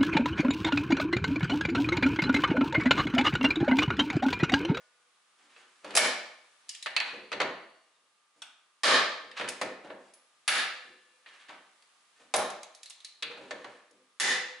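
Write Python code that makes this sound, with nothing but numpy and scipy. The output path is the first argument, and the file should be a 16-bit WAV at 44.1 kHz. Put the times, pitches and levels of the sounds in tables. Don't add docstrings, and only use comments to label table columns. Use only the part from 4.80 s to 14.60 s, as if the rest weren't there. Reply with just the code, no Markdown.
import sys
import numpy as np
from scipy import signal
from scipy.fft import rfft, irfft
from scipy.io import wavfile
from scipy.ndimage import uniform_filter1d

SR = 44100
rng = np.random.default_rng(int(sys.argv[2]) if len(sys.argv) > 2 else 0)


def dump_mix(stems):
    frames = np.atleast_2d(stems).T
    limited = np.clip(frames, -1, 1)
    pcm = np.round(limited * 32767).astype(np.int16)
    wavfile.write(sys.argv[1], SR, pcm)


def gain_from_decibels(decibels):
    exponent = np.asarray(decibels, float) / 20
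    return 10 ** exponent


N = 432180
LEAD = SR // 2
OPPOSITE = np.array([[1], [-1]])


def band(x, lo_hz, hi_hz):
    y = signal.sosfilt(signal.butter(2, [lo_hz, min(hi_hz, .45 * SR)], "band", fs=SR, output="sos"), x)
    return y / np.sqrt(np.mean(y ** 2))


def fade(t, t60_s):
    return np.exp(-np.log(1000) * t / t60_s)


def add(track, s, sound):
    i = max(LEAD + int(s * SR), 0)
    track[..., i:i + sound.shape[-1]] += sound[..., :track.shape[-1] - i]


def blows():
    # [t/s, peak/dB, wood thud/dB, rail body/dB, steel edge/dB]
    snaps = [
        (-0.3938, -11, -11, -5, 9),
        (1.1518, -17, -4, -4, 4),
        (1.1653, -15, -22, -9, 7),
        (1.1717, -8, -21, -5, 1),
        (4.0339, -14.5, -15, -6.5, -5.5),
        (5.678, -13.5, -24, -11, -1),
        (7.5394, -16.5, -5.5, 4.5, 0.5),
        (9.399, -20, -17.5, -8.5, 3),
    ]
    # [t/s, peak/dB, wood thud/dB, rail body/dB, steel edge/dB]
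    raps = [(1.0456, -32.5, -1, 3.5, -11.5), (1.1064, -28, -11, -8, -18), (1.14, -30.5, -17, 0, -17),
            (1.1797, -20.5, -5, -9, -9), (1.245, -20, -20, -3, -20), (2.173, -20, -26, -7, -24),
            (2.2115, -27, -30, -9, -25), (2.0603, -17, -24.5, -12.5, -20), (2.0678, -20.5, -19, -6.5, -54),
            (2.5276, -17, -6.5, -5, -27), (2.602, -10, -7, -2, -28), (2.6146, -13, -19, -2.5, -26),
            (4.514, -33, -31, -10.5, -17), (4.575, -25.5, -30, -10, -25), (4.644, -27, -15, -2.5, -23),
            (4.5985, -22, 0, 1, -31), (4.6104, -20.5, -22.5, -5, -22), (4.814, -19.5, 0.5, 3, -5.5),
            (5.0427, -54, -6, -10, -24.5), (5.1017, -28.5, -3, 0.5, -46), (5.6905, -25.5, -30, -2.5, -15.5),
            (6.4613, -32, -26.5, -14.5, -38), (6.6848, -37.5, -45, -6, -19.5), (8.431, -26.5, -20, -6, -19),
            (8.572, -39, -4, -5, -24), (8.7091, -22, -7.5, -4.5, -22.5), (8.8439, -28.5, -5, 0, -25),
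            (9.1102, -59, 11.5, -17, 8)]
    # [t/s, peak/dB, wood thud/dB, rail body/dB, steel edge/dB]
    taps = [
        (0.7628, -38, -13, -9, -30),
        (2.165, -8, -26, -15, -21.5),
        (2.2022, -14.5, -37.5, -10, -25),
        (2.5177, -20.5, -10.5, -2.5, -25.5),
        (3.6197, -33, -37.5, -4, 0),
        (4.6776, -24.5, -22, -6, -17),
        (4.6875, -28.5, -21, -39, 10),
        (8.4243, -18.5, -16.5, -12, -19),
    ]
    # [t/s, peak/dB, rail body/dB, steel edge/dB, part f/Hz]
    ticks = [(1.8857, -50, -57, 1, 4000), (1.892, -35, -51, 11.5, 4840), (1.949, -36.5, -23, 5, 3080),
             (2.0262, -34, -40, 5, 4030), (2.4342, -52, -29, -7, 3720), (7.5618, -32, -40, 12, 10600),
             (5.337, -50.5, -16.5, 7.5, 10230), (7.0234, -52.5, -17.5, -1.5, 4610),
             (7.566, -38, -6, 6, 5600), (7.7032, -40, -15, 7, 6400), (7.8316, -37.5, -21, 1, 6340),
             (7.949, -45.5, -24, 7.5, 4080), (8.0312, -42, -32.5, 8.5, 3900), (8.059, -41, -48.5, 2, 3960),
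             (8.0983, -49, 1.5, 14, 8050), (8.105, -40, -45.5, 5, 3570), (8.2033, -47, -33, 0.5, 3550),
             (8.2467, -39, -69, 8, 4160)]
    # [t/s, peak/dB, wood thud/dB, steel edge/dB, frame f/Hz]
    bumps = [
        (2.335, -52, 21.5, -19.5, 360),
        (3.17, -79, 16.5, -8.5, 301),
        (4.43, -54.5, 14.5, -6.5, 500),
        (6.05, -71.5, 26.5, -9.5, 350),
        (6.701, -45, -9, -21, 500),
        (8.578, -49.5, 11, -8, 560),
        (8.61, -56, 21.5, -13, 250),
        (3.23, -80.5, 14.5, -7.5, 450),
        (9.13, -75, 23, -5, 260),
    ]
    struck = []
    for rows, room_db, hz in (snaps, -0.67, 1740), (raps, -2, 1780), (taps, -2, 2556):
        struck += [(s, room_db, *rest, hz) for s, *rest in rows]
    thud_db = -49.5
    struck += [(s, -1, peak_db, thud_db, *rest) for s, peak_db, *rest in ticks]
    body_db = 13.5
    bumped = [(s, -2, peak_db, thud, body_db, *rest) for s, peak_db, thud, *rest in bumps]
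    return sorted(struck) + bumped


def knock(peak_db, thud_db, body_db, edge_db, hz, tinted):
    # [f/Hz, width/Hz, gain/dB]
    jaws = [(503, 25, 3), (623, 32, 5), (1103, 36, 2), (1600, 54, -2), (2380, 570, 1.5), (3127, 39, 1),
            (4350, 150, -0.5)]
    size = 4096
    t = np.arange(size) / SR
    f = np.arange(size // 2 + 1) * SR / size + 1
    corners_hz = [30, 200, 520, 700, 1350, 1700, 4600, 4950, 12000, 20000]
    dull_db = min(edge_db, 0)
    levels_db = [thud_db - 23, thud_db + 5, thud_db + 14.5, body_db + 7.5, body_db + 5.0, 0,
                 .3 * dull_db - 0.12 * body_db + 0.5, edge_db - 0.28 * dull_db - 0.5,
                 edge_db - 4.0, edge_db - 0.5]
    db = np.interp(np.log(f), np.log(corners_hz), levels_db)
    db += 2.2 * np.interp(np.log(f) * 22, np.arange(240), rng.standard_normal(240))
    shift = 1 + .012 * rng.standard_normal()
    for centre_hz, width_hz, gain in jaws + tinted + [(hz, 0.068 * hz, 6)]:
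        db += gain * np.exp(-.5 * ((f - centre_hz * shift) / width_hz) ** 2)
    fold = irfft(np.log(gain_from_decibels(db)))
    fold[1:size // 2] *= 2
    fold[size // 2 + 1:] = 0
    colour = np.exp(rfft(fold)) * gain_from_decibels(peak_db - 5.5)

    impacts = rng.standard_normal((2, size)) * gain_from_decibels(0.73 * rng.exponential(size=size))
    mid, side = rfft(impacts) * colour
    grit = mid + .8 * side / (1 + 2500 / f) * OPPOSITE
    wood = 1 / (1 + (f / 650) ** 4)
    steel = 1 / (1 + (5000 / f) ** 6)
    slow = irfft(grit * wood) * (1 - np.exp(-t / 0.011)) * fade(t, 0.065)
    last = np.clip(1.1 + .012 * peak_db, .55, 1)
    body_fade = fade(t, 0.097 * last) + 0.37 * fade(t, 0.016) + .8 * fade(t, 0.0044)
    steel_fade = fade(t, 0.065 * last) + 0.8 * fade(t, 0.013) + 1.3 * fade(t, 0.0033)
    quick = irfft(grit * (1 - wood - steel)) * body_fade + irfft(grit * steel) * steel_fade
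    quick *= 1 - np.exp(-t / 0.0013)
    click = irfft(colour)
    crack = signal.sosfilt(signal.butter(1, 800, "high", fs=SR, output="sos"), click)
    return np.vstack([slow + quick + gain_from_decibels(15) * crack, gain_from_decibels(22.5) * click])


def knocks(t):
    # [from t/s, to t/s, f/Hz, width/Hz, gain/dB]
    tints = [(1.12, 1.3, 2340, 150, 5.5), (1.12, 1.3, 2600, 744, -3), (1.12, 1.3, 11120, 760, 2.5),
             (1.8, 1.93, 12000, 394, 5), (1.8, 1.93, 2890, 200, 10.5), (2.12, 2.28, 4320, 250, 7),
             (2.12, 2.28, 9324, 500, 0), (3.5, 3.8, 8050, 400, 5), (3.5, 3.8, 1470, 140, 8.5),
             (3.9, 4.2, 1197, 80, 6), (3.9, 4.2, 3750, 154, 1.5), (4.75, 4.95, 2140, 350, 5.5),
             (2.45, 2.7, 6200, 1100, 6.5), (8.65, 8.9, 6900, 960, 8), (5.55, 5.8, 10060, 460, 5.5),
             (5.55, 5.8, 1290, 130, 8.5), (7.45, 7.63, 10350, 210, 7.5), (1.12, 1.3, 620, 90, 4),
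             (8.33, 8.5, 760, 190, -9), (2.45, 2.7, 1660, 250, -2.5), (2.7, 2.7, 530, 66, 2),
             (7.45, 7.63, 740, 134, 4.5), (7.45, 8.4, 4000, 310, 3), (8.33, 8.5, 4040, 630, 6.5),
             (9.3, 9.5, 1740, 100, -4), (9.3, 9.5, 1963, 142, 10.5), (8.33, 8.5, 1780, 100, -5.5),
             (8.33, 8.5, 1370, 130, 3.5), (8.65, 8.8, 600, 80, 5.5), (5.08, 5.12, 670, 140, 3.5),
             (3.9, 4.2, 160, 50, -5.5), (1.0, 1.3, 130, 41, -4), (4.75, 5.12, 130, 46, -3),
             (1.3, 2.1, 250, 150, -5.5), (7.45, 6.8, 520, 60, -2), (4.75, 5.4, 1280, 86, -5),
             (9.3, 9.5, 626, 70, -7.5), (9.3, 9.5, 3600, 150, 1), (3.5, 3.8, 3350, 297.4, 9.5),
             (1.12, 1.16, 7100, 500, 2.5)]
    out = np.zeros((3, len(t)))
    for s, room_db, peak_db, *colour in blows():
        tinted = [mode for start, stop, *mode in tints if start < s < stop]
        sound = knock(peak_db - gain_db(s), *colour, tinted)
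        add(out, s, sound * gain_from_decibels(np.array([[0], [0], [room_db]])))
    return out


def cracks(t):
    # [t/s, peak/dB, strongest f/Hz]
    contacts = [(1.1722, -11, 1650), (1.8919, -28, 5100), (2.0254, -30, 3930), (2.0602, -22.5, 1750),
                (2.0673, -21, 1490), (2.1649, -12, 2560), (2.2019, -13.5, 2560), (2.5182, -24.5, 1040),
                (2.602, -18, 1680), (2.6174, -17.5, 1140), (3.6199, -37, 3330), (4.574, -30, 1170),
                (4.597, -20.5, 1660), (4.612, -27, 1670), (4.6887, -20, 2580), (4.8144, -24, 1670),
                (5.104, -38, 1670), (6.6934, -37, 2050), (7.5429, -17, 1300), (8.4245, -27.5, 4300),
                (8.43, -23, 3070), (8.5144, -32, 1050), (8.5744, -40, 1140), (8.6234, -44, 1130),
                (8.7085, -25.5, 1750), (8.8443, -36, 1740),
                (7.5393, -15.5, 4070),
        (7.5667, -21, 5220),
        (7.7024, -29, 5100),
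        (7.8316, -30, 6540),
        (7.9478, -43, 4080),
        (8.0321, -37, 3950),
        (8.0586, -35, 3930),
        (8.0985, -33, 8400),
        (8.1044, -34, 7190),
        (8.2477, -34.5, 4410),
    ]
    out = np.zeros((2, len(t)))
    short = np.arange(1024) / SR
    width = 1.7
    for s, db, hz in contacts:
        mid, side = rng.standard_normal((2, len(short))) * fade(short, .018)
        grit = band(mid + 0.64 * side * OPPOSITE, hz / width, hz * width)
        add(out, s, gain_from_decibels(db - 2.5 - gain_db(s)) * grit / np.abs(grit).max())
    return out


def ring(t, hz, t60_s):
    waver = gain_from_decibels(2.5 * np.interp(t * 22, np.arange(34), rng.standard_normal(34)))
    return fade(t, t60_s) * waver * np.sin(2 * np.pi * hz * t)


def rings(t):
    # [f/Hz, level/dB, t60/s]
    locked = [(496, -11, 1.4), (511, -7, 1.6), (1394, -8, .8), (1739, 0, 1.4), (2274, -3, 1.1),
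              (2420, -4, 1.6), (2756, -6, 1.5), (3058, -7, 1.0), (3327, -10, 1.3), (3461, -8, 1.2),
              (3973, -5, 1.1), (4037, -8, 1.1), (4231, -10, .9), (4936, -19, 1.3)]
    # [f/Hz, level/dB, t60/s]
    opened = [(479, -8, .5), (738, -10, .7), (1943, -12, .6), (2283, -9, 1.0), (2842, -4, 1.2),
              (3402, -9, .8), (3688, -13, 1.0), (3973, -13, 1.2), (4479, -4, 1.3)]
    # [t/s, locked level/dB, open level/dB]
    struck = [
        (1.172, -58, -58),
        (2.165, -66, -52),
        (2.602, -70, -56),
        (4.034, -50, -60),
        (5.678, -45, -70),
        (7.539, -62, -64),
        (8.425, -62, -66),
        (9.399, -44, -66),
    ]
    # [t/s, f/Hz, level/dB, t60/s]
    tings = [(-.45, 1461, -52, 1.6), (-.45, 490, -59, 1.8), (2.026, 3900, -42, .15),
             (2.165, 7300, -36, .03), (2.202, 7400, -38, .03), (3.15, 3680, -77, .6),
             (7.562, 10520, -41, .3), (7.559, 10700, -30, .05), (7.562, 10640, -39, .33),
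             (8.437, 468, -50, .3), (8.5, 480, -47, .2), (8.89, 480, -54, .3), (9.399, 492, -51, 1.6),
             (4.513, 5050, -54, .04), (5.339, 10150, -57, .3), (7.832, 6500, -50, .1),
             (7.948, 4100, -58, .08), (8.059, 3900, -48, .1), (8.248, 4200, -52, .15),
             (9.399, 505, -47, 2.0)]
    out = np.zeros((3, len(t)))
    short = t[:int(1.5 * SR)] - t[0]
    beam = gain_from_decibels(np.array([[0], [0], [-18]]))
    for s, locked_db, open_db in struck:
        for db, modes in ((locked_db, locked), (open_db, opened)):
            tone = sum(gain_from_decibels(g + rng.standard_normal()) * ring(short, hz, t60_s) for hz, g, t60_s in modes)
            add(out, s, beam * gain_from_decibels(db) * tone)
    for s, hz, db, t60_s in tings:
        add(out, s, beam * gain_from_decibels(db) * ring(short, hz, t60_s))
    return out


def scrape(t):
    # [start t/s, hold/s, level/dB, wood share/dB]
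    drags = [(0.587, 0.073, -59.5, -8.5), (0.702, 0.086, -57.5, -20), (0.782, 0.043, -57, -16),
             (0.88, 0.28, -66, -13), (1.046, 0.17, -46.5, 4), (2.255, 0.03, -37, -16),
             (6.04, .03, -59.5, 0.5), (2.33, 0.017, -49, 5.5), (2.44, .02, -83.5, 0),
             (3.565, 0.024, -69, 4.5), (4.571, 0.024, -29.5, -24), (4.633, 0.012, -45, 7),
             (5.048, 0.0041, -47, 8), (5.114, 0.0025, -57, -4), (5.199, 0.099, -64, -7),
             (6.475, 0.013, -47, -15.5), (6.536, 0.027, -54, -29.5), (6.602, 0.013, -50, -24.5),
             (6.694, 0.0035, -41, -7.5), (7.362, 0.055, -61.5, -23), (7.406, 0.013, -63.5, 9),
             (8.511, 0.004, -41.5, -1), (8.578, 0.014, -57.5, 7.5), (8.615, 0.26, -55.5, -3),
             (8.897, 0.078, -58, -12.5)]
    bite_db_per_s, let_go_db_per_s = 1497, 380.5
    slips = rng.standard_normal((3, len(t))) * gain_from_decibels(2.2 * rng.exponential(size=len(t)))
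    patch = gain_from_decibels(0.59 * band(rng.standard_normal(len(t)), 25, 90))
    rail = band(slips[0], 870, 3300)
    wood = band(slips[1], 250, 840)
    steel = band(slips[2], 4200, 9300)
    out = np.zeros(len(t))
    for s, hold_s, db, wood_db in drags:
        on = slice(*np.searchsorted(t, [s - .1, s + hold_s + .3]))
        early_s = np.maximum(s - t[on], 0)
        late_s = np.maximum(t[on] - s - hold_s, 0)
        press_db = db - bite_db_per_s * early_s - let_go_db_per_s * late_s
        steel_db = 1.5 - 0.83 * (db + 69.5)
        mix = rail[on] + gain_from_decibels(wood_db) * wood[on] + gain_from_decibels(steel_db) * steel[on]
        out[on] += gain_from_decibels(press_db - 9.0) * mix
    return out * patch


def spread(mid, side, like):
    return np.sqrt(1 + like) * mid + np.sqrt(1 - like) * side * OPPOSITE


def workshop(x):
    # [f/Hz, t60/s, level/dB, build-up/s]
    room = [(60, 0.2, -9, .04), (126, 0.4, 5, 0.036), (250, 0.47, 8, 0.09), (500, 0.62, -1.5, 0.0038),
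            (1000, 0.67, -3.5, 0.0085), (2050, 0.66, -1.5, 0.0026), (4000, 0.63, -4.5, 0.0035),
            (6400, 0.52, -6.5, 0.0064), (10200, 0.34, -4, 0.0048)]
    likeness = [.8, .95, .96, .92, .77, .56, .45, .33, .33]
    t = np.arange(SR) / SR
    echo = 0
    for (hz, t60_s, db, rise_s), like in zip(room, likeness):
        noise = spread(*rng.standard_normal((2, len(t))), like)
        tail = band(noise, hz / 1.77, hz * 1.124) * fade(t, t60_s) * (1 - np.exp(-t / rise_s))
        echo = echo + gain_from_decibels(db) * tail * np.sqrt(hz / SR) * 0.045
    return signal.fftconvolve(x[None], echo, axes=1)[:, :len(x)]


def air():
    # [f/Hz, density/dB per Hz]
    tone = [(18, -63.5), (30, -27.5), (92, -28), (978, -9.5), (1160, -7.5), (1390, -9.5), (3480, -12),
            (4250, -14), (5320, -15.5), (9190, -17.5), (11500, -19.5), (15000, -62), (22000, -120)]
    # [t/s, level/dB]
    drift = [(0, 5), (1.8, 9.5), (3.4, 3), (5.6, 6.5), (7.1, 8), (9.3, 4.5)]
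    # [f/Hz, rms/dB]
    hum = [(1098, -90.5), (1200, -83), (1303, -91), (1599, -95)]
    hz, db = np.transpose(tone)
    f = np.arange(N // 2 + 1) * SR / N + 1
    like = np.interp(np.log(f), np.log([200, 3000]), [.8, .2])
    mid, side = rfft(rng.standard_normal((2, N))) * gain_from_decibels(np.interp(np.log(f), np.log(hz), db))
    hiss = irfft(spread(mid, side, like), N)
    hiss /= np.sqrt(np.mean(hiss.mean(axis=0) ** 2))
    t = np.arange(N) / SR
    sway = band(rng.standard_normal(N), 2, 5.8)
    whine = sum(gain_from_decibels(g + 6 + 0.85 * sway) * np.sin(2 * np.pi * h * t) for h, g in hum)
    return gain_from_decibels(-76 + np.interp(t, *np.transpose(drift))) * hiss + whine


def gain_db(t):
    # [t/s, depth/dB, brief extra depth on the first blow/dB]
    ducks = [
        (1.153, -8.5, 0),
        (1.172, 10, -1.5),
        (2.163, 7, -9.5),
        (2.602, 4, -5),
        (4.036, 14.5, 12.5),
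        (4.814, 1.5, -1),
        (5.68, 13.5, 2.5),
        (7.539, 7, -2),
        (8.424, 4, -2),
        (9.401, 14, 9),
    ]
    release_db_per_s, brief_s = 114, .014
    dips = []
    for s, db, brief_db in ducks:
        held_db = np.maximum(db - release_db_per_s * (t - s), 0)
        first_db = brief_db * np.exp(-np.abs(t - s) / brief_s)
        dips.append(np.where(t >= s - .004, held_db + first_db, 0))
    return -np.max(dips, axis=0)


def scene():
    t = (np.arange(N + LEAD) - LEAD) / SR
    tool = knocks(t) + rings(t) + scrape(t)
    near = tool[:2] * gain_from_decibels(np.array([[-.4], [.4]]))
    return (near + workshop(tool[2]) + cracks(t))[:, LEAD:] + air()


def top_cut(x):
    return signal.sosfilt(signal.butter(12, 12300, fs=SR, output="sos"), x)


def record(dry):
    x = dry * gain_from_decibels(uniform_filter1d(gain_db(np.arange(N) / SR), size=64))
    x = signal.sosfilt(signal.butter(2, 90, "high", fs=SR, output="sos"), x)
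    x = signal.sosfilt(signal.ellip(10, .5, 50, 11020, fs=SR, output="sos"), x)
    return top_cut(x)


dry = scene()
out = record(dry)
dump_mix(out)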